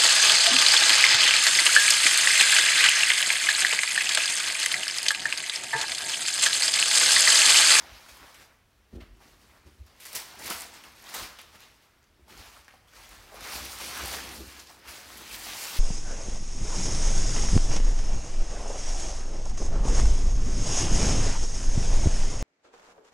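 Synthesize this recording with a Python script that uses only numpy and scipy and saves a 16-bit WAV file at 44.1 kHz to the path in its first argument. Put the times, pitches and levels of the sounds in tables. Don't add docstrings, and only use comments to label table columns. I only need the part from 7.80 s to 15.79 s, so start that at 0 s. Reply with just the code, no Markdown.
import sys
import numpy as np
from scipy import signal
from scipy.fft import rfft, irfft, next_fast_len
from scipy.io import wavfile
from scipy.ndimage import uniform_filter1d, map_coordinates

SR = 44100
rng = np.random.default_rng(int(sys.argv[2]) if len(sys.argv) > 2 else 0)


def ratio(d):
    e = np.asarray(d, float) / 20
    return 10 ** e


def generate_wav(sig):
    pcm = np.round(np.clip(np.atleast_2d(sig).T, -1, 1) * 32767).astype(np.int16)
    wavfile.write(sys.argv[1], SR, pcm)


N = 352359
TOP_HZ = 15830


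def unit(x):
    return x / np.sqrt(np.mean(x ** 2) + 1e-20)


def along(points, hz):
    f, v = np.transpose(points)
    return np.interp(np.log(hz + 1), np.log(f + 1), v)


def curves(rows):
    s, *cols = np.transpose(rows)
    return [np.interp(np.arange(N) / SR, s, c) for c in cols]


def wobble(rate):
    return map_coordinates(rng.standard_normal(N // 100), [np.arange(N) * rate / SR])


def filtered(x, response):
    m = next_fast_len(N + SR // 2)
    hz = np.fft.rfftfreq(m, 1 / SR)
    return irfft(rfft(x, m) * response(hz), m)[:N]


def causal(spectrum):
    def response(hz):
        cepstrum = irfft(np.log(ratio(along(spectrum, hz))))
        cepstrum[1:len(hz) - 1] *= 2
        cepstrum[len(hz):] = 0
        return np.exp(rfft(cepstrum))
    return response


def modes(table):
    def response(f):
        total = 0
        for k, (centre, width, db) in enumerate(table):
            damping = 1j * f * width
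            total = total + (-1) ** k * ratio(db) * damping / (centre * centre - f * f + damping)
        return total
    return response


def buckles(rate, spread_db, clump_db):
    when, size, sign = rng.random((3, N))
    size_db = np.minimum(-spread_db * np.log(1 - size), 11) + clump_db * wobble(45)
    return unit((when < rate / SR) * ratio(size_db) * np.sign(sign - .5))


def swell(s, swell_s, fade_s):
    swell_db = 20.5
    late = np.arange(N, dtype=np.float32) / SR - s
    before, after = -late / max(swell_s, .004), late / max(fade_s, .004)
    return np.maximum(-swell_db * np.maximum(before, after), -90)


# frequency in Hz, relative level in dB.
HISS_COLOUR = [(15, -23), (25, 2.5), (76, 4.5), (170, -7.5), (729, -14.5), (1010, -16.5), (3220, -20.5),
               (4330, -25.5), (12100, -29), (15800, -30)]


def hiss():
    noise = filtered(rng.standard_normal(N), lambda hz: ratio(along(HISS_COLOUR, hz)))
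    return ratio(-65.5) * unit(noise)


# frequency in Hz, time to fall by 60 dB in seconds.
BEDROOM_DECAY = [(150, 0.86), (1000, 0.94), (4000, 0.68), (12000, 0.35)]


def bedroom(x, wet_db):
    out, step = np.pad(x, (0, SR)), SR // 3
    for start in range(0, N, step):
        hz, t, z = signal.stft(rng.standard_normal(SR // 2), SR, nperseg=256)
        decay = ratio(-60 * t / along(BEDROOM_DECAY, hz)[:, None])
        tail = signal.istft(z * decay, SR, nperseg=256)[1]
        echo = signal.fftconvolve(x[start:start + step], tail / np.linalg.norm(tail))
        out[start + 130:][:len(echo)] += ratio(wet_db) * echo
    return out[:N]


def steadied(x, seconds):
    power = np.abs(uniform_filter1d(unit(x) ** 2, int(seconds * SR)))
    return unit(x / np.sqrt(power + 0.2))


# time in seconds, load in dB before the trims below.
LEANING = [(0.0, -60), (0.73, -85), (1.02, -85), (1.29, -61), (1.67, -63), (2.07, -66), (2.36, -72),
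           (2.83, -59), (3.05, -60.5), (4.18, -79), (4.58, -61), (4.98, -78), (5.3, -66), (6.5, -48),
           (6.72, -56), (7.03, -63), (7.59, -58), (7.99, -65)]
# time in seconds, pitch in Hz.
LOAD_PLACE = [(0.0, 58.6), (0.22, 56.3), (0.69, 59.3), (1.16, 54.6), (1.33, 45), (1.58, 52.8), (1.87, 70.2),
              (2.25, 66.7), (2.69, 71.7), (3.43, 48.2), (3.76, 72), (3.89, 63.8), (4.43, 65.9),
              (4.58, 53.3), (5.18, 56.4), (5.41, 44.05), (5.76, 61), (7.21, 67.1), (7.34, 67.3),
              (7.61, 44.8), (7.86, 52.4), (7.99, 59.4)]
# peak time in seconds, boom level in dB,
# knock level in dB before its trim, swell time and fade time in seconds (a little shorter for the knock).
FOOT_AND_KNEE = [(.13, -49, -63, 0.044, 0.081), (.33, -51, -73, 0.023, 0.044),
                 (.43, -54.5, -53, .04, 0.069), (.6, -63, -58, 0.065, .06), (0.999, -66, -66, 0.045, 0.065),
                 (1.136, -43, -37.5, 0.0092, 0.091), (1.165, -44, -37.5, 0.031, 0.12),
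                 (1.22, -41.5, -59, 0.043, 0.036), (1.33, -47, -72, 0.071, 0.068),
                 (1.47, -68, -58, 0.073, 0.08), (1.65, -65, -58, 0.078, 0.048),
                 (1.87, -52, -49.5, 0.03, 0.093), (2.015, -41, -70, 0.042, 0.053),
                 (2.38, -65, -65, .05, 0.035), (2.67, -56.5, -46.5, 0.21, 0.029),
                 (2.709, -62, -35, 0.022, 0.014), (2.85, -64, -72, .1, .06), (3.43, -50, -47, 0.09, .09),
                 (3.76, -68, -57, .04, 0.079), (4.4, -66, -54, .02, .03), (4.43, -54, -71, 0.046, 0.076),
                 (4.52, -70, -51.5, 0.054, 0.16), (4.61, -48.5, -52, 0.093, .025),
                 (4.69, -56, -70, 0.038, 0.046), (4.811, -56, -71, 0.062, 0.022),
                 (5.05, -62, -77, 0.058, .1), (5.18, -56, -77, .05, .15), (5.32, -51, -69, 0.074, 0.043),
                 (5.41, -53, -69, 0.076, 0.079), (5.63, -51.5, -51, 0.18, 0.046),
                 (5.76, -43, -43, 0.025, 0.036), (5.855, -44.5, -44, 0.13, 0.069),
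                 (5.96, -50, -63, 0.086, 0.057), (6.05, -53, -47.5, 0.096, .2),
                 (6.24, -38.5, -41, .05, 0.11), (6.38, -53, -44.5, .06, .06), (6.48, -51, -61, .06, .05),
                 (6.609, -43.5, -38.5, 0.055, 0.074), (6.68, -46.5, -55, 0.077, 0.048),
                 (6.79, -58.5, -56.5, 0.13, 0.018), (7.0, -69, -59, 0.13, .04),
                 (7.09, -50, -60, 0.045, 0.055), (7.19, -64, -64, .1, 0.024), (7.37, -57, -52, 0.22, 0.054),
                 (7.41, -57, -45.5, 0.036, 0.11), (7.54, -51, -54, 0.081, .15),
                 (7.68, -56, -52, 0.074, 0.23), (7.97, -51, -44, .05, 0.047)]
# pitch in Hz, width in Hz, level in dB for one pass.
FLOOR_MODES = [(40, 9.9, -10), (71, 33, -7), (92, 31, -5.5)]
# pitch in Hz, width in Hz, level in dB for one pass.
FRAME_MODES = [(119.4, 32, -1.5), (216, 111, 0.5), (348, 145, 2.5), (560, 450, -6.5)]


def weight():
    (load_db,), (mode_hz,) = curves(LEANING), curves(LOAD_PLACE)
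    boom_power = ratio(load_db - 9.0 + 4.1 * wobble(24)) ** 2
    knock_power = (ratio(-20 + 0.84 * wobble(10)) * effort(0.8)) ** 2
    knock_power += ratio(load_db - 7.0 + 1.8 * wobble(4.8)) ** 2
    for s, boom_db, knock_db, swell_s, fade_s in FOOT_AND_KNEE:
        boom_power += ratio(boom_db + swell(s, swell_s, fade_s)) ** 2
        knock_power += ratio(knock_db - 5.5 + swell(s, 0.95 * swell_s, 0.82 * fade_s)) ** 2
    lead = np.sin(2 * np.pi * np.cumsum(mode_hz + 4 * wobble(14)) / SR)
    floor, frame = modes(FLOOR_MODES), modes(FRAME_MODES)
    boom = filtered(filtered(rng.standard_normal(N), floor), floor)
    knock = filtered(filtered(buckles(300, spread_db=0.5, clump_db=0.0), frame), frame)
    lows = unit(1.3 * lead + .45 * unit(boom))
    return np.sqrt(boom_power) * lows + np.sqrt(knock_power) * steadied(knock, 0.022)


# time in seconds, effort in dB,
# fineness in dB (how far fine creases outweigh large folds).
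STEADY_DRAG = [(0.0, -48, -6), (0.51, -56.5, 5.5), (0.75, -72.5, 4), (1.07, -71.5, -5), (1.6, -61.5, 2),
               (2.07, -66.5, 0), (2.22, -55.5, -2), (2.4, -49.5, -0.5), (2.76, -45.5, 2), (3.09, -64, 3),
               (3.49, -60, -4), (4.07, -67, -5.5), (4.47, -72, -8), (4.67, -50, 1), (4.96, -66.5, -3),
               (5.18, -68, 2), (5.32, -55, 8.5), (5.58, -57.5, -16), (5.81, -67, 0), (6.27, -37, 4.5),
               (6.9, -58.5, 2), (7.12, -53, -10), (7.21, -48.5, -0.5), (7.99, -35, 6)]
# peak time in seconds, effort in dB,
# swell time and fade time in seconds, fineness in dB.
HAND_STROKES = [(.17, -51.5, 0.13, 0.035, -2), (.29, -46.5, 0.023, 0.088, 0.5),
                (.44, -52, 0.23, 0.18, -8.5), (.62, -51, 0.21, 0.086, -4.5), (.71, -66, 0.11, 0.13, -15.5),
                (1.16, -59, 0.075, 0.042, -2), (1.22, -60, 0.036, 0.07, -16),
                (1.42, -56.5, 0.035, 0.25, -4), (1.78, -65.5, 0.82, 0.065, -11.5),
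                (1.87, -60, 0.035, .12, -4), (2.07, -58, 0.021, 0.14, -2), (2.235, -49.5, 0.063, 0.059, 1),
                (2.257, -44, .006, 0.21, 4.5), (2.335, -42, .03, 0.041, 5), (2.356, -32.5, 0.022, 0.12, 4),
                (2.601, -45, 0.01, 0.21, -5), (2.67, -36.5, 0.07, 0.054, 4), (2.715, -33, 0.11, 0.1, 0),
                (2.83, -40.5, 0.26, 0.1, 3), (2.96, -46, 0.14, 0.16, 0.5), (3.05, -49, 0.025, 0.15, -4.5),
                (3.3, -50.5, 0.045, 0.087, 12), (3.355, -38, 0.047, 0.25, -1),
                (3.429, -36.5, 0.29, 0.091, -0.5), (3.59, -51.5, .005, 0.21, 3),
                (3.76, -50, 0.077, 0.032, -3.5), (3.83, -50.5, 0.15, 0.19, -1), (4.025, -61.5, .02, .15, 3),
                (4.5, -51, 0.029, 0.47, -2), (4.61, -47, 0.15, 0.11, -0.5), (4.75, -64, .05, 0.12, 5),
                (4.94, -58, 0.03, 0.16, -5), (5.085, -57, 0.019, 0.05, 4), (5.16, -50, 0.095, 0.72, -1),
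                (5.24, -53, 0.036, 0.053, 5), (5.32, -53, 0.055, 0.23, -7.5),
                (5.56, -46, 0.033, 0.052, 1.5), (5.65, -39, 0.11, 0.44, -0.5), (5.76, -37, 0.23, 0.68, 3),
                (5.86, -43, 0.19, 0.038, 4), (6.01, -35.5, 0.053, 0.42, 3.5), (6.21, -36.5, 0.3, 0.22, -3),
                (6.34, -34.5, 0.096, 0.17, 1), (6.44, -43.5, 0.094, 0.3, -2.5),
                (6.51, -47, 0.08, 0.078, -9), (6.55, -46.5, 0.1, 0.082, 8.5),
                (6.701, -46, 0.084, 0.24, 2.5), (6.81, -49.5, 0.29, 0.044, -1),
                (6.9, -47.5, 0.051, 0.1, -0.5), (7.09, -40.5, 0.05, 0.24, 2.5), (7.19, -52, 0.13, 0.18, 9),
                (7.41, -45.5, 0.089, 0.076, 5.5), (7.545, -40, 0.085, 0.1, 5), (7.62, -47, 0.035, 0.13, -3),
                (7.7, -40, 0.13, 0.58, -1)]


def effort(coarse):
    drag_db, fine_db = curves(STEADY_DRAG)
    power = ratio(drag_db - coarse * fine_db) ** 2
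    for s, db, swell_s, fade_s, fine_db in HAND_STROKES:
        power += ratio(db - coarse * fine_db + swell(s, swell_s, fade_s)) ** 2
    return np.sqrt(power)


# time in seconds, tug level in dB,
# level in dB of the folds before their boost, pitch of the folds in Hz, time to fall by 60 dB in seconds.
SUDDEN_TUGS = [(0.545, -38, -8, 2360, 0.23), (1.204, -57, 9, 2400, 0.25), (1.402, -56, 4.5, 826, 0.41),
               (1.8675, -55, -6, 2040, 0.1), (2.2003, -34, -14, 2470, 0.45), (2.252, -37, -5, 2110, 0.14),
               (2.3515, -18, -29, 1920, 0.16), (2.59, -33, -9, 762, 0.31), (2.7026, -25, -8, 3360, 0.076),
               (2.711, -34, 5, 1380, 0.19), (3.0395, -49, 2, 2700, 0.1), (3.342, -15, -17, 2200, 0.11),
               (3.358, -41, 8, 1000, 0.13), (3.5875, -46.5, 3, 2490, 0.27), (4.4792, -45, -1, 797, 0.091),
               (4.762, -49.5, 5.5, 1400, 0.098), (4.883, -51, 5.5, 1750, 0.12), (4.905, -60, 8, 1700, .15),
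               (4.9394, -58, 13, 734, 0.093), (5.518, -49.5, 8.5, 587, 0.44),
               (6.7944, -46.5, 1.5, 4525, 0.21), (7.0773, -36, -5, 2203, 0.11), (7.372, -30, -22, 2000, .1),
               (7.512, -35.5, -5, 2194, 0.34)]


def showers():
    t, folds, gain = np.arange(N) / SR, np.zeros(N), np.zeros(N)
    flips = .7 * buckles(1500, spread_db=2.5, clump_db=1.1) + .6 * rng.standard_normal(N)
    for s, db, fold_db, fold_hz, t60 in SUDDEN_TUGS:
        onset = np.clip((t - s) / 0.0055 + .5, 0, 1)
        dying = onset * ratio(db - 60 * np.abs(t - s) / t60)
        gain += ratio(-18.0) * dying
        ring = modes([(fold_hz, fold_hz, 0)])
        folds += filtered(ratio(fold_db + 6) * dying * flips, lambda hz: ring(hz) ** 2)
    return folds, gain


def pops(count, centre_hz, spread, cycle_db, spread_db):
    when, size = rng.random((2, count, 1))
    hz = np.minimum(centre_hz * np.exp(spread * rng.standard_normal((count, 1))), TOP_HZ)
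    k = np.arange(256)
    size_db = np.minimum(-spread_db * np.log(1 - size), 12)
    rings = ratio(size_db - cycle_db * hz * k / SR) * np.sin(2 * np.pi * hz * k / SR) * np.sqrt(hz)
    places = (when * N).astype(int) + k
    return unit(np.bincount(places.ravel(), rings.ravel(), minlength=N)[:N])


def patchy(x):
    patch_hz, patch_s, patch_db = 700, .05, 1.5
    hz, t, z = signal.stft(x, SR, nperseg=512)
    field = uniform_filter1d(rng.standard_normal(z.shape), size=max(int(patch_hz / hz[1]), 1), axis=0)
    field = uniform_filter1d(field, size=max(int(patch_s / t[1]), 1), axis=1)
    return unit(signal.istft(z * ratio(patch_db * unit(field)), SR, nperseg=512)[1][:N])


# frequency in Hz, relative level in dB.
LARGE_FOLD_COLOUR = [(200, -31.5), (450, -5), (800, -1.5), (1400, -1), (2200, -3.5), (4000, -23)]
# frequency in Hz, relative level in dB.
SMALL_FOLD_COLOUR = [(800, -30), (1600, -3), (2400, 1.5), (4500, 0.5), (6000, -2), (10000, -36)]
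# frequency in Hz, level in dB.
CREASE_COLOUR = [(2000, -57), (4500, 6), (6500, 5), (8500, 4), (12500, 1.5), (14500, 0.5), (15800, -2)]


def film():
    pulled_folds, crease_shower = showers()
    fine = buckles(2600, spread_db=2.7, clump_db=1.8)
    broad = pops(count=9000, centre_hz=2056, spread=0.674, cycle_db=6.5, spread_db=2.5)
    ticks = pops(count=2500, centre_hz=9000, spread=.35, cycle_db=6, spread_db=3)
    slide = rng.standard_normal((3, N))
    scrunch = patchy(filtered(0.15 * broad + .5 * slide[0], causal(LARGE_FOLD_COLOUR)))
    rustle = patchy(filtered(0.32 * fine + 0.21 * broad + .5 * slide[1], causal(SMALL_FOLD_COLOUR)))
    crackle = patchy(filtered(.55 * fine + .25 * ticks + .65 * slide[2], causal(CREASE_COLOUR)))
    finest = unit(filtered(crackle, modes([(11500, 7700, 0)])))
    large = ratio(-6.5 + 0.73 * wobble(18)) * effort(0.8) * scrunch
    small = ratio(-6.0 + 0.78 * wobble(24)) * effort(0.024) * rustle
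    creases = ratio(-8 + 1.5 * wobble(16)) * effort(-0.66) * crackle
    return large + small + creases + ratio(-3) * crease_shower * finest + pulled_folds


# time in seconds (the snap sounds 1.2 ms later), click level in dB before
# colouring, # crease pitch in Hz, fold level in dB before its trim, fold pitch in Hz.
CREASE_SNAPS = [(0.2623, -47, 8590, -39, 1410), (0.3691, -38, 9880, -42, 1030),
                (0.5427, -42, 6840, -54, 1770), (0.5464, -40, 7410, -52, 2380),
                (1.8677, -54, 7050, -52, 2043), (2.0652, -42, 13800, -59, 2600),
                (2.2, -40, 11600, -51, 2360), (2.2047, -44, 11100, -49, 4450),
                (2.2287, -38, 12900, -43, 2480), (2.2523, -25, 10900, -43, 2060),
                (2.2555, -39, 7340, -46, 1680), (2.266, -26, 13200, -37, 2130),
                (2.3204, -37, 7800, -44, 1370), (2.3296, -22, 13500, -44, 4690),
                (2.3344, -28, 11500, -37, 4660), (2.3494, -24, 8500, -34, 3000),
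                (2.3508, -16, 13500, -29, 4000), (2.3533, -17, 9000, -36, 5000),
                (2.3574, -18, 7640, -36, 4400), (2.3635, -19, 10900, -19, 5300),
                (2.365, -23, 13000, -28, 2500), (2.3706, -30, 7000, -26, 5300),
                (2.5523, -34, 12500, -55, 3010), (2.5862, -41, 12500, -50, 3000),
                (2.59, -34, 7800, -49, 2160), (2.5934, -32, 7780, -56, 775),
                (2.6386, -28, 12000, -45, 3000), (2.6439, -25, 10500, -32, 4500),
                (2.6605, -24, 10000, -40, 4000), (2.6584, -26, 11500, -33, 1940),
                (2.6776, -21, 13300, -35, 1230), (2.6992, -21, 11000, -45, 4640),
                (2.7002, -19, 11000, -40, 5000), (2.7016, -21, 9000, -36, 3000),
                (2.7022, -12, 11900, -33, 4430), (2.7031, -23, 8500, -38, 6000),
                (2.7081, -33, 7060, -26, 1310), (2.7113, -30, 9500, -24, 4400),
                (2.715, -27, 9800, -24, 4700), (2.8, -25, 12500, -44, 1240), (2.8065, -22, 8600, -42, 2010),
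                (2.8183, -20.5, 10500, -41, 4280), (2.866, -35, 8000, -47, 3120),
                (2.9402, -36, 7220, -40, 2630), (3.0375, -41, 8950, -33.5, 2770),
                (3.082, -53.5, 8510, -41.5, 1020), (3.1198, -40, 12300, -55, 1330),
                (3.1522, -43, 7860, -52, 926), (3.1625, -40, 11500, -53, 2000),
                (3.2241, -33, 12800, -49, 2800), (3.2405, -35, 6910, -55, 783),
                (3.2899, -33, 7830, -31, 4480), (3.2976, -34, 11500, -50, 3020),
                (3.3279, -34, 11500, -45, 3000), (3.3414, -24, 10500, -42, 3000),
                (3.3448, -23, 8250, -42, 3730), (3.3472, -22, 12200, -42, 970),
                (3.4823, -42, 11500, -48, 3720), (3.5305, -46, 12060, -55, 3000),
                (3.5871, -34, 11500, -31, 3400), (3.5916, -41.5, 6550, -40, 1300),
                (3.6142, -31, 11000, -48, 1960), (3.8043, -34, 12500, -46, 1133),
                (3.8841, -46, 9850, -55, 2430), (4.2278, -50.5, 6780, -64.5, 1810),
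                (4.2403, -50, 6000, -65, 1297), (4.4795, -56, 7930, -54, 773),
                (4.4926, -44, 12500, -58, 1006), (4.5014, -43, 13000, -58, 2000),
                (4.5242, -52, 8010, -37, 2200), (4.6459, -40, 11500, -52, 1993),
                (4.575, -38, 6730, -44, 778), (4.6586, -38, 11500, -51, 1230),
                (4.727, -40, 9460, -46, 1550), (4.7665, -49, 9120, -38, 1400),
                (4.8449, -44, 7220, -58, 996), (4.8803, -42, 5500, -34, 1770),
                (4.8839, -55, 9000, -41, 1720), (4.938, -62, 8280, -43, 794),
                (5.0747, -47, 12500, -51, 1120), (5.1347, -45, 6640, -44, 1417),
                (5.1642, -43, 9050, -43, 1270), (5.2329, -40, 12930, -55, 2000),
                (5.2642, -52, 8000, -43, 2020), (5.2909, -29, 12500, -54, 962),
                (5.5421, -34, 11500, -37, 605), (5.6072, -31, 9520, -50, 746),
                (5.671, -31, 7000, -36, 4300), (5.7214, -36, 7040, -35, 1898),
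                (5.7604, -34, 6770, -27, 2360), (5.8546, -26, 12000, -45, 3000),
                (5.8507, -24, 12500, -42, 4440), (5.9858, -26, 9000, -34, 1340),
                (6.1505, -26, 10540, -40, 3000), (6.1644, -26, 10480, -40, 2990),
                (6.158, -26, 12200, -37, 3170), (6.1754, -20, 11500, -38, 4460),
                (6.237, -24, 7160, -30, 612), (6.2568, -18, 10750, -32, 830),
                (6.2719, -23, 11000, -32, 765), (6.2798, -21, 11000, -31, 1006),
                (6.3286, -25, 12500, -34, 3200), (6.364, -23, 10000, -39, 2520),
                (6.3867, -35, 11000, -26, 1620), (6.49, -29, 5600, -44, 1997),
                (6.5604, -28.5, 6680, -52, 870), (6.7937, -32, 6180, -48, 3020),
                (6.7979, -33, 6560, -47, 4410), (6.8346, -43, 13000, -51, 3900),
                (6.8713, -41, 6900, -32, 5010), (6.9906, -42, 12500, -58, 895),
                (7.0574, -41, 12450, -47, 1846), (7.0748, -38, 6630, -45, 2167),
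                (7.3731, -31.5, 10650, -47, 2270), (7.3807, -32, 14340, -44, 3210),
                (7.493, -32.5, 12000, -41, 2250), (7.5276, -27, 11500, -38, 2500),
                (7.5344, -36, 9320, -34.5, 2350), (7.544, -39, 6900, -31, 2220),
                (7.5783, -32.5, 13000, -45, 2500), (7.636, -29, 6920, -45, 929),
                (7.7003, -27, 12000, -42, 2500), (7.7039, -31, 9000, -36, 1990),
                (7.7474, -29, 8170, -46, 1270), (7.8671, -26, 11500, -24.5, 4900),
                (7.967, -22, 12500, -43, 3450)]


def snaps():
    delay_s = .0012
    bounce_s, bounce_db = .0038, -7.5
    clicks, folds, k = np.zeros(N + 600), np.zeros(N + 600), np.arange(600)
    noise = rng.standard_normal((len(CREASE_SNAPS), 600))
    for (s, click_db, crease_hz, fold_db, fold_hz), splinters in zip(CREASE_SNAPS, noise):
        start = round((s + delay_s) * SR)
        ping = ratio(-7 * crease_hz * k / SR) * np.cos(2 * np.pi * crease_hz * k / SR)
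        burst = 0.7 * ping + .17 * splinters * ratio(-60 * k / SR / .006)
        clicks[start:][:600] += ratio(click_db) * np.sign(splinters[-1]) * burst
        fold_gain = ratio(fold_db - 1.0 - 5 * fold_hz * k / SR)
        folds[start:][:600] += fold_gain * np.sin(2 * np.pi * fold_hz * k / SR)
    direct = filtered(clicks[:N], causal(CREASE_COLOUR)) + folds[:N]
    return direct + ratio(bounce_db) * np.pad(direct, (round(bounce_s * SR), 0))[:N]


def scene():
    mono = bedroom(film() + snaps(), wet_db=-11.0) + weight() + hiss()
    return np.array([mono, mono])


def top_cut(x):
    return signal.sosfilt(signal.butter(12, 16850, fs=SR, output="sos"), x)


def record(dry):
    mono = filtered(dry[0], lambda hz: (hz < TOP_HZ) / (1 + (29 / (hz + 1)) ** 4))
    return top_cut(np.array([mono, mono]))


dry = scene()
out = record(dry)
generate_wav(out)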